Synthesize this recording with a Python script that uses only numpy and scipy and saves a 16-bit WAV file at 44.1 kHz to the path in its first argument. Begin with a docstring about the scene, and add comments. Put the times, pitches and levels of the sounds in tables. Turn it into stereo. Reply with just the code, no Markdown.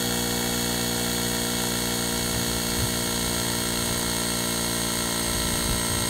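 """A buzzing piston drone, with a knocking whine, valve clatter and hiss: a hand-held battery compressor
pumps up a bicycle tire outdoors, close to a pair of microphone ports.
Its motor drives a 37-tooth crank gear through an 8-tooth pinion. Drone and upper tones are summed tones
locked to the crank, mostly its harmonics; clatter, grind and hiss are coloured noise shaped by the blows.
The crank slows a little as the tire firms, and a light breeze buffets the ports as gusty low noise."""
import sys
import numpy as np
from scipy.fft import rfft, irfft, next_fast_len
from scipy.io import wavfile
from scipy.ndimage import map_coordinates

SR = 44100
rng = np.random.default_rng(int(sys.argv[2]) if len(sys.argv) > 2 else 0)


def file_out(sig):
    """Save sig as 16-bit WAV at sys.argv[1]."""
    # one column per channel
    cols = np.atleast_2d(sig).T
    # limit, then scale
    lim = np.clip(cols, -1, 1)
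    pcm = np.round(lim * 32767).astype(np.int16)
    wavfile.write(sys.argv[1], SR, pcm)


N = 268569
TIME = np.arange(N) / SR
PRESSURE = TIME / TIME[-1]  # 0 = soft tire, 1 = firmer tire

GEAR_TEETH, PINION_TEETH = 37, 8
CRANK_HZ, SAG_HZ_PER_S = 59.825, .3205  # crank speed at the start, and how fast it drops
START_TURNS = -0.03018  # crank angle at the start
KNOCK_PLACE = .46  # turns at which the piston reverses with a knock
BLOW_SCATTER_DB = 1.8  # unevenness from blow to blow in clatter and hiss

SWAY_HZ, SWAY_WIDTH_HZ = 140, 102  # the whole case swaying in the hand
RING_HZ, RING_WIDTH_HZ = 578, 110  # a wall of the case, which rings on after each blow

LEFT_LEAD = 0.0003127  # s by which the noise layers reach the left port first
PORTS_ALIKE = .55  # share of rubbing-noise power common to both ports
CALM_DB = -45  # light air between gusts, before the breeze level
TOP_HZ = 15750  # band limit


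def amp(db):
    """Decibels to gain."""
    return 10 ** (np.asarray(db) / 20)


def unit(x):
    """x at rms 1."""
    return x / np.sqrt(np.mean(x ** 2) + 1e-20)


def wobble(rate):
    """A smooth random curve, rate knots a second."""
    knots = rng.standard_normal(int(N * rate / SR) + 4)
    return map_coordinates(knots, [TIME * rate])


def filtered(x, response):
    """x times a complex response of frequency."""
    m = next_fast_len(N + SR // 4)
    hz = np.fft.rfftfreq(m, 1 / SR)
    return irfft(rfft(x, m) * response(hz), m)[..., :N]


def along(knots, values, hz):
    """Values joined on a log-frequency axis."""
    return np.interp(np.log(hz + 1), np.log(knots), values)


def pair(three, alike):
    """Two channels that share the first of three signals."""
    alike = np.clip(alike, 0, 1)
    return np.sqrt(alike) * three[0] + np.sqrt(1 - alike) * three[1:]


def radiate(x, spectrum):
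    """White excitation takes the colour heard at each port, which shifts with the pressure."""
    knots, left, right, gained = np.transpose(spectrum)

    def colour(hz, share):
        low_edge = 1 + (knots[0] / (hz + 1)) ** 50
        high_edge = 1 + (hz / knots[-1]) ** 50
        band = 1 / np.sqrt(low_edge * high_edge)
        late = np.exp(-2j * np.pi * hz * LEFT_LEAD)
        ports = np.array([amp(along(knots, left, hz)), amp(along(knots, right, hz)) * late])
        return band * ports * amp(share * along(knots, gained, hz))

    # half the pressure change lies on each side of the tabled colour
    soft = filtered(x, lambda hz: colour(hz, -.5))
    firm = filtered(x, lambda hz: colour(hz, .5))
    return np.sqrt(SR / 2) * (soft + (firm - soft) * PRESSURE)


def crank_turns(drift, jitter):
    """The crank angle in turns: it slows steadily as pressure rises; friction makes it uneven."""
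    speed = CRANK_HZ - SAG_HZ_PER_S * TIME
    return START_TURNS + np.cumsum(speed) / SR + drift * wobble(8) + jitter * wobble(70)


def surface(turns, size, order):
    """The roughness of a turning part, met again on every turn: only bumps finer than order."""
    bins = np.arange(size // 2 + 1)
    bumps = np.exp(2j * np.pi * rng.random((3, size // 2 + 1))) * (bins > order)
    place = turns % 1 * size
    profiles = irfft(bumps, size)
    return unit(np.array([map_coordinates(p, [place], order=5, mode="grid-wrap") for p in profiles]))


def rubbing(turns, crank_db, motor_db):
    """Fresh turbulence plus roughness that repeats with the crank and the faster motor shaft."""
    crank = surface(turns, size=744, order=39)
    motor = surface(turns * GEAR_TEETH / PINION_TEETH, size=160, order=3)
    turbulence = rng.standard_normal((3, N))
    return unit(pair(turbulence + amp(crank_db) * crank + amp(motor_db) * motor, PORTS_ALIKE))


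# Blows within one crank turn; length is from the peak to 1/e of the power, levels are relative:
# (place [turns], length [turns], push on the case [signed, relative],
#  clatter level [dB], gear load level [dB], hiss level [dB])
BLOWS = [(0.091, 0.0277, -1.475, 2.5, -2, -5), (0.222, 0.0315, 2.27, -8, -5, -7),
         (.33, 0.061, -0.45, -2.5, -5, -4), (0.448, 0.0228, -1.45, 3.5, -3, 0.5),
         (.52, 0.058, 0.44, -3, 1.5, -3), (0.628, .028, 0.525, 4.5, -7, -14),
         (.72, 0.038, -0.23, -5.5, -3.5, -1.5), (.9, 0.079, 1.24, -14, -5, -11)]


def stroke_envelope(turns, levels_db, between_db, scatter_db):
    """The blows of each turn, each at a slightly new strength, over steady rubbing."""
    power = amp(between_db) ** 2
    for (place, length, *_), db in zip(BLOWS, levels_db):
        since = turns - place + 1.5  # a half-turn offset centres the blow in its turn
        turn = since.astype(int)
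        strength = amp(db + scatter_db * rng.standard_normal(SR // 100))[turn]
        power = power + strength ** 2 * np.exp(-((since % 1 - .5) / length) ** 2)
    return unit(np.sqrt(power))


# Piston harmonics, rms level averaged over the two ports, before flutter:
# (crank order [per turn], soft-tire level [dB], firmer-tire level [dB],
#  left-right balance [dB], left lead [rad])
PISTON_TONES = [(1, -43.9, -42.8, 1.2, 0), (2, -38.1, -40.8, 0.6, 0.1), (3, -37.4, -38.6, 2.1, 0.1),
                (4, -34.0, -37.0, 2.8, 0.1), (5, -41.9, -41.7, 0.6, 0.2), (6, -40.7, -40.1, 0.9, 0.5),
                (7, -46.0, -47.2, 2.3, 0.5), (8, -37.0, -42.8, 1.9, 0.7), (9, -49.9, -55.9, -2.6, 0.8),
                (10, -48.9, -42.2, -0.5, 0.9), (11, -43.2, -42.4, -4.3, 1.0), (12, -44.1, -60.4, -5.1, 2.3),
                (13, -35.8, -54.5, -3.1, 2.3), (14, -40.7, -48.2, 5.3, 2.9), (15, -50.1, -45.1, 9.5, 1.6),
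                (16, -45.3, -43.6, 2.0, 1.4), (17, -53.7, -40.8, -1.9, 1.3), (18, -56.5, -44.7, -9.4, 1.1),
                (19, -53.0, -46.8, -2.8, 3.2)]


def drone(turns, flutter_db, level_db):
    """The piston pushes and pulls the case; the blows of the stroke set its harmonics' timing."""
    place, length, push = np.transpose(BLOWS)[:3]
    out = np.zeros((2, N))
    for k, soft_db, firm_db, pan_db, lead in PISTON_TONES:
        hz = k * CRANK_HZ
        blow = np.sum(push * np.exp(-2j * np.pi * k * place - (np.pi * k * length) ** 2))
        sway = blow / (SWAY_HZ ** 2 - hz ** 2 + 1j * hz * SWAY_WIDTH_HZ)
        # sway and ring set only the phase; the table sets the level
        ring_delay = 2 * np.angle(RING_HZ ** 2 - hz ** 2 + 1j * hz * RING_WIDTH_HZ)
        angle = 2 * np.pi * k * turns + np.angle(sway) - ring_delay
        db = soft_db + (firm_db - soft_db) * PRESSURE + flutter_db * wobble(14)
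        pan = unit(amp([[pan_db / 2], [-pan_db / 2]]))
        out += amp(db) * pan * np.cos([angle, angle - lead])
    return np.sqrt(2) * amp(level_db) * out


# Upper pump tones: harmonics of the piston knock, then gear and motor whine;
# rms level averaged over the ports, before flutter, throb and the layer level:
# (crank order [per turn], soft-tire level [dB], firmer-tire level [dB],
#  left-right balance [dB], left lead [rad])
UPPER_TONES = [(22, -54.8, -47.3, 3.5, -2.5), (23, -44.2, -39.9, 8.7, -2.3), (24, -49.3, -46.8, 9.8, 0.7),
               (25, -44.0, -56.1, 6.8, 2.3), (26, -49.9, -47.7, 3.6, -2.8), (27, -46.1, -43.3, 4.0, -2.1),
               (28, -52.9, -47.8, 9.8, -2.6), (29, -51.1, -48.1, 4.5, -2.9), (30, -48.1, -52.2, 2.4, -1.7),
               (31, -41.5, -50.6, 7.6, 2.1), (32, -43.0, -43.8, 10.4, 3.1), (33, -47.3, -37.7, 10.4, 3.0),
               (34, -58.0, -52.0, 6.4, -2.3), (36, -52.6, -46.5, 7.2, -2.9), (37, -44.9, -39.5, 5.6, -2.3),
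               (38, -40.1, -45.4, 3.5, 3.0), (39, -45.4, -47.1, 0.2, -3.1), (55.5, -44.6, -51.7, 2.4, -0.4),
               (56, -50.2, -47.9, 11.5, 0.7), (58, -46.3, -48.8, 9.2, 0.3), (67, -53.1, -41.6, 10.1, 0.3),
               (71, -45.8, -48.6, -2.4, -2.1), (72, -44.9, -43.8, 1.4, -0.4), (73, -35.4, -38.0, -4.9, 1.6),
               (74, -40.4, -47.0, -0.9, 2.4), (75, -43.2, -40.5, -4.6, -3.0),
               (77, -48.1, -43.8, -10.7, -0.6), (111, -48.9, -44.0, 4.1, -0.4),
               (113, -43.3, -45.5, -1.5, -0.2), (141, -42.5, -42.5, 4.4, 1.5),
               (143, -49.0, -41.5, 3.9, 0.8), (145, -52.9, -42.2, 3.4, -0.3), (146, -44.6, -35.6, 7.6, 0.2),
               (148, -59.8, -38.8, 8.2, 0.5)]


def knock_and_whine(turns, flutter_db, smear_hz, backlash, throb, level_db):
    """Harmonics of the piston knock, then gear and motor whine that throbs with the changing load."""
    load = stroke_envelope(turns, [row[4] for row in BLOWS], between_db=-7.5, scatter_db=0.4)
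    out = np.zeros((2, N))
    for order, soft_db, firm_db, pan_db, lead in UPPER_TONES:
        # low tones line up on the knock; high ones spread over the turn, roughened by play in the teeth
        spread = min(1, (order * CRANK_HZ / smear_hz) ** 2)
        cycles = order * (turns - KNOCK_PLACE) + spread * rng.uniform(-0.5, 0.49)
        angle = 2 * np.pi * cycles + spread * backlash * wobble(90)
        db = soft_db + (firm_db - soft_db) * PRESSURE + flutter_db * wobble(25)
        pan = unit(amp([[pan_db / 2], [-pan_db / 2]]))
        gain = amp(db) * unit(load ** (throb * spread)) * pan
        out -= gain * np.cos([angle, angle - lead])
    return np.sqrt(2) * amp(level_db) * out


# Colour of the plastic case shaken by the piston, port levels at mid-pressure:
# (frequency [Hz], left level [dB per Hz], right level [dB per Hz], gain as the tire firms [dB])
CASE_COLOUR = [(240, -66.5, -68.5, 0.5), (555, -74, -67.5, -4), (756, -68, -63, -0.5),
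               (950, -62.5, -65.5, -4), (1085, -69.5, -70, 0.5), (1400, -63, -66, 1),
               (1510, -66, -65.5, -3), (1595, -64.5, -66.5, -5), (1844, -61, -73, 0), (2100, -69, -68, 5),
               (2200, -69, -68, -4), (2310, -67, -70.5, -2), (2520, -85.5, -88, 10),
               (2657, -68.5, -61.5, -4.5)]


def clatter(turns, level_db):
    """Piston and valves knock the case with the blows of every turn."""
    blows = stroke_envelope(turns, [row[3] for row in BLOWS], between_db=-3, scatter_db=BLOW_SCATTER_DB)
    knocks = blows * rubbing(turns, crank_db=-6.5, motor_db=-6.5)
    return amp(level_db) * radiate(knocks, CASE_COLOUR)


# Colour of sliding gear teeth, port levels at mid-pressure, before the grind level:
# (frequency [Hz], left level [dB per Hz], right level [dB per Hz], gain as the tire firms [dB])
TEETH_COLOUR = [(2790, -67.5, -74.5, 6), (3030, -63, -71.5, 0), (3400, -69.5, -65, -3),
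                (3850, -60, -78, 1.5), (4060, -66, -60, 0.5), (4370, -65, -66, 5), (4600, -75, -59.5, 0),
                (5170, -67, -73.5, 0), (5900, -70.5, -79, 0.5), (6630, -63, -65, -1.5),
                (7250, -72.5, -68.5, -1), (7600, -65, -65.5, -4), (8320, -63.5, -80, 5)]


def grind(turns, level_db):
    """The teeth slide hardest where the crank is loaded."""
    load = stroke_envelope(turns, [row[4] for row in BLOWS], between_db=-4.0, scatter_db=1.3)
    sliding = load * rubbing(turns, crank_db=-3.5, motor_db=-8)
    return amp(level_db) * radiate(sliding, TEETH_COLOUR)


# Colour of air through the valves, port levels at mid-pressure:
# (frequency [Hz], left level [dB per Hz], right level [dB per Hz], gain as the tire firms [dB])
VALVE_COLOUR = [(8000, -65.5, -74, -4), (8700, -63, -66, 2), (8910, -66.5, -73, 3), (9340, -76, -81, -5),
                (9940, -79.5, -77, -4), (10630, -64, -79, 5.5), (11160, -65.5, -76, -5),
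                (11200, -75.5, -67, -5), (12600, -79, -76.5, 1), (12960, -69, -69.0, 2.5),
                (13300, -74, -73, -7), (14300, -71.5, -74, 2.0), (15000, -69.5, -74, -2),
                (15700, -76.0, -75.0, 1)]


def hiss(turns, level_db):
    """Air spurts through the valves as bright turbulence, strongest near mid-turn."""
    spurts = stroke_envelope(turns, [row[5] for row in BLOWS], between_db=-3.5, scatter_db=BLOW_SCATTER_DB)
    air = spurts * rubbing(turns, crank_db=-10.5, motor_db=-12)
    return amp(level_db) * radiate(air, VALVE_COLOUR)


# Colour of wind on the ports, only the shape counts: (frequency [Hz], relative level [dB per Hz])
WIND_COLOUR = [(12, -30), (22, -15), (35, -6), (55, -1.5), (100, -2), (150, -6.5), (220, -13), (330, -25),
               (700, -38)]
# Gusts on the ports, length between the 1/e points of power, level before the breeze level:
# (peak time [s], length [s], peak level [dB])
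WIND_GUSTS = [(2.34, 0.28, -35), (2.83, 0.064, -28), (2.95, 1.0, -40.5), (3.93, .22, -37.5),
              (5.36, .08, -31), (5.58, 0.25, -30), (5.718, 0.046, -24.5), (5.962, .14, -32.5)]


def breeze(lumps_db, level_db):
    """Eddies rumble on the ports; each gust swells and fades over the light air."""
    power = amp(CALM_DB) ** 2
    for peak, length, db in WIND_GUSTS:
        power = power + amp(db) ** 2 * np.exp(-(2 * (TIME - peak) / length) ** 2)
    eddies = pair(rng.standard_normal((3, N)), alike=0.56)
    rumble = filtered(eddies, lambda hz: amp(along(*np.transpose(WIND_COLOUR), hz)))
    return amp(level_db) * np.sqrt(power) * unit(rumble * amp(lumps_db * wobble(11)))


def scene():
    """One crank drives every sound of the pump; the breeze blows on its own."""
    turns = crank_turns(drift=0.0013, jitter=0.00042)  # both in turns
    tones = drone(turns, flutter_db=.5, level_db=0)
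    # backlash in rad; throb is the exponent on the load
    tones += knock_and_whine(turns, flutter_db=1.3, smear_hz=3320, backlash=0.27, throb=0.69, level_db=-0.44)
    rasp = clatter(turns, level_db=0) + grind(turns, level_db=-1) + hiss(turns, level_db=0)
    return tones + rasp + breeze(lumps_db=1, level_db=1.3)


def record(dry):
    """A steep low-pass keeps nothing above the band limit."""
    return filtered(dry, lambda hz: hz < TOP_HZ)


dry = scene()
out = record(dry)
file_out(out)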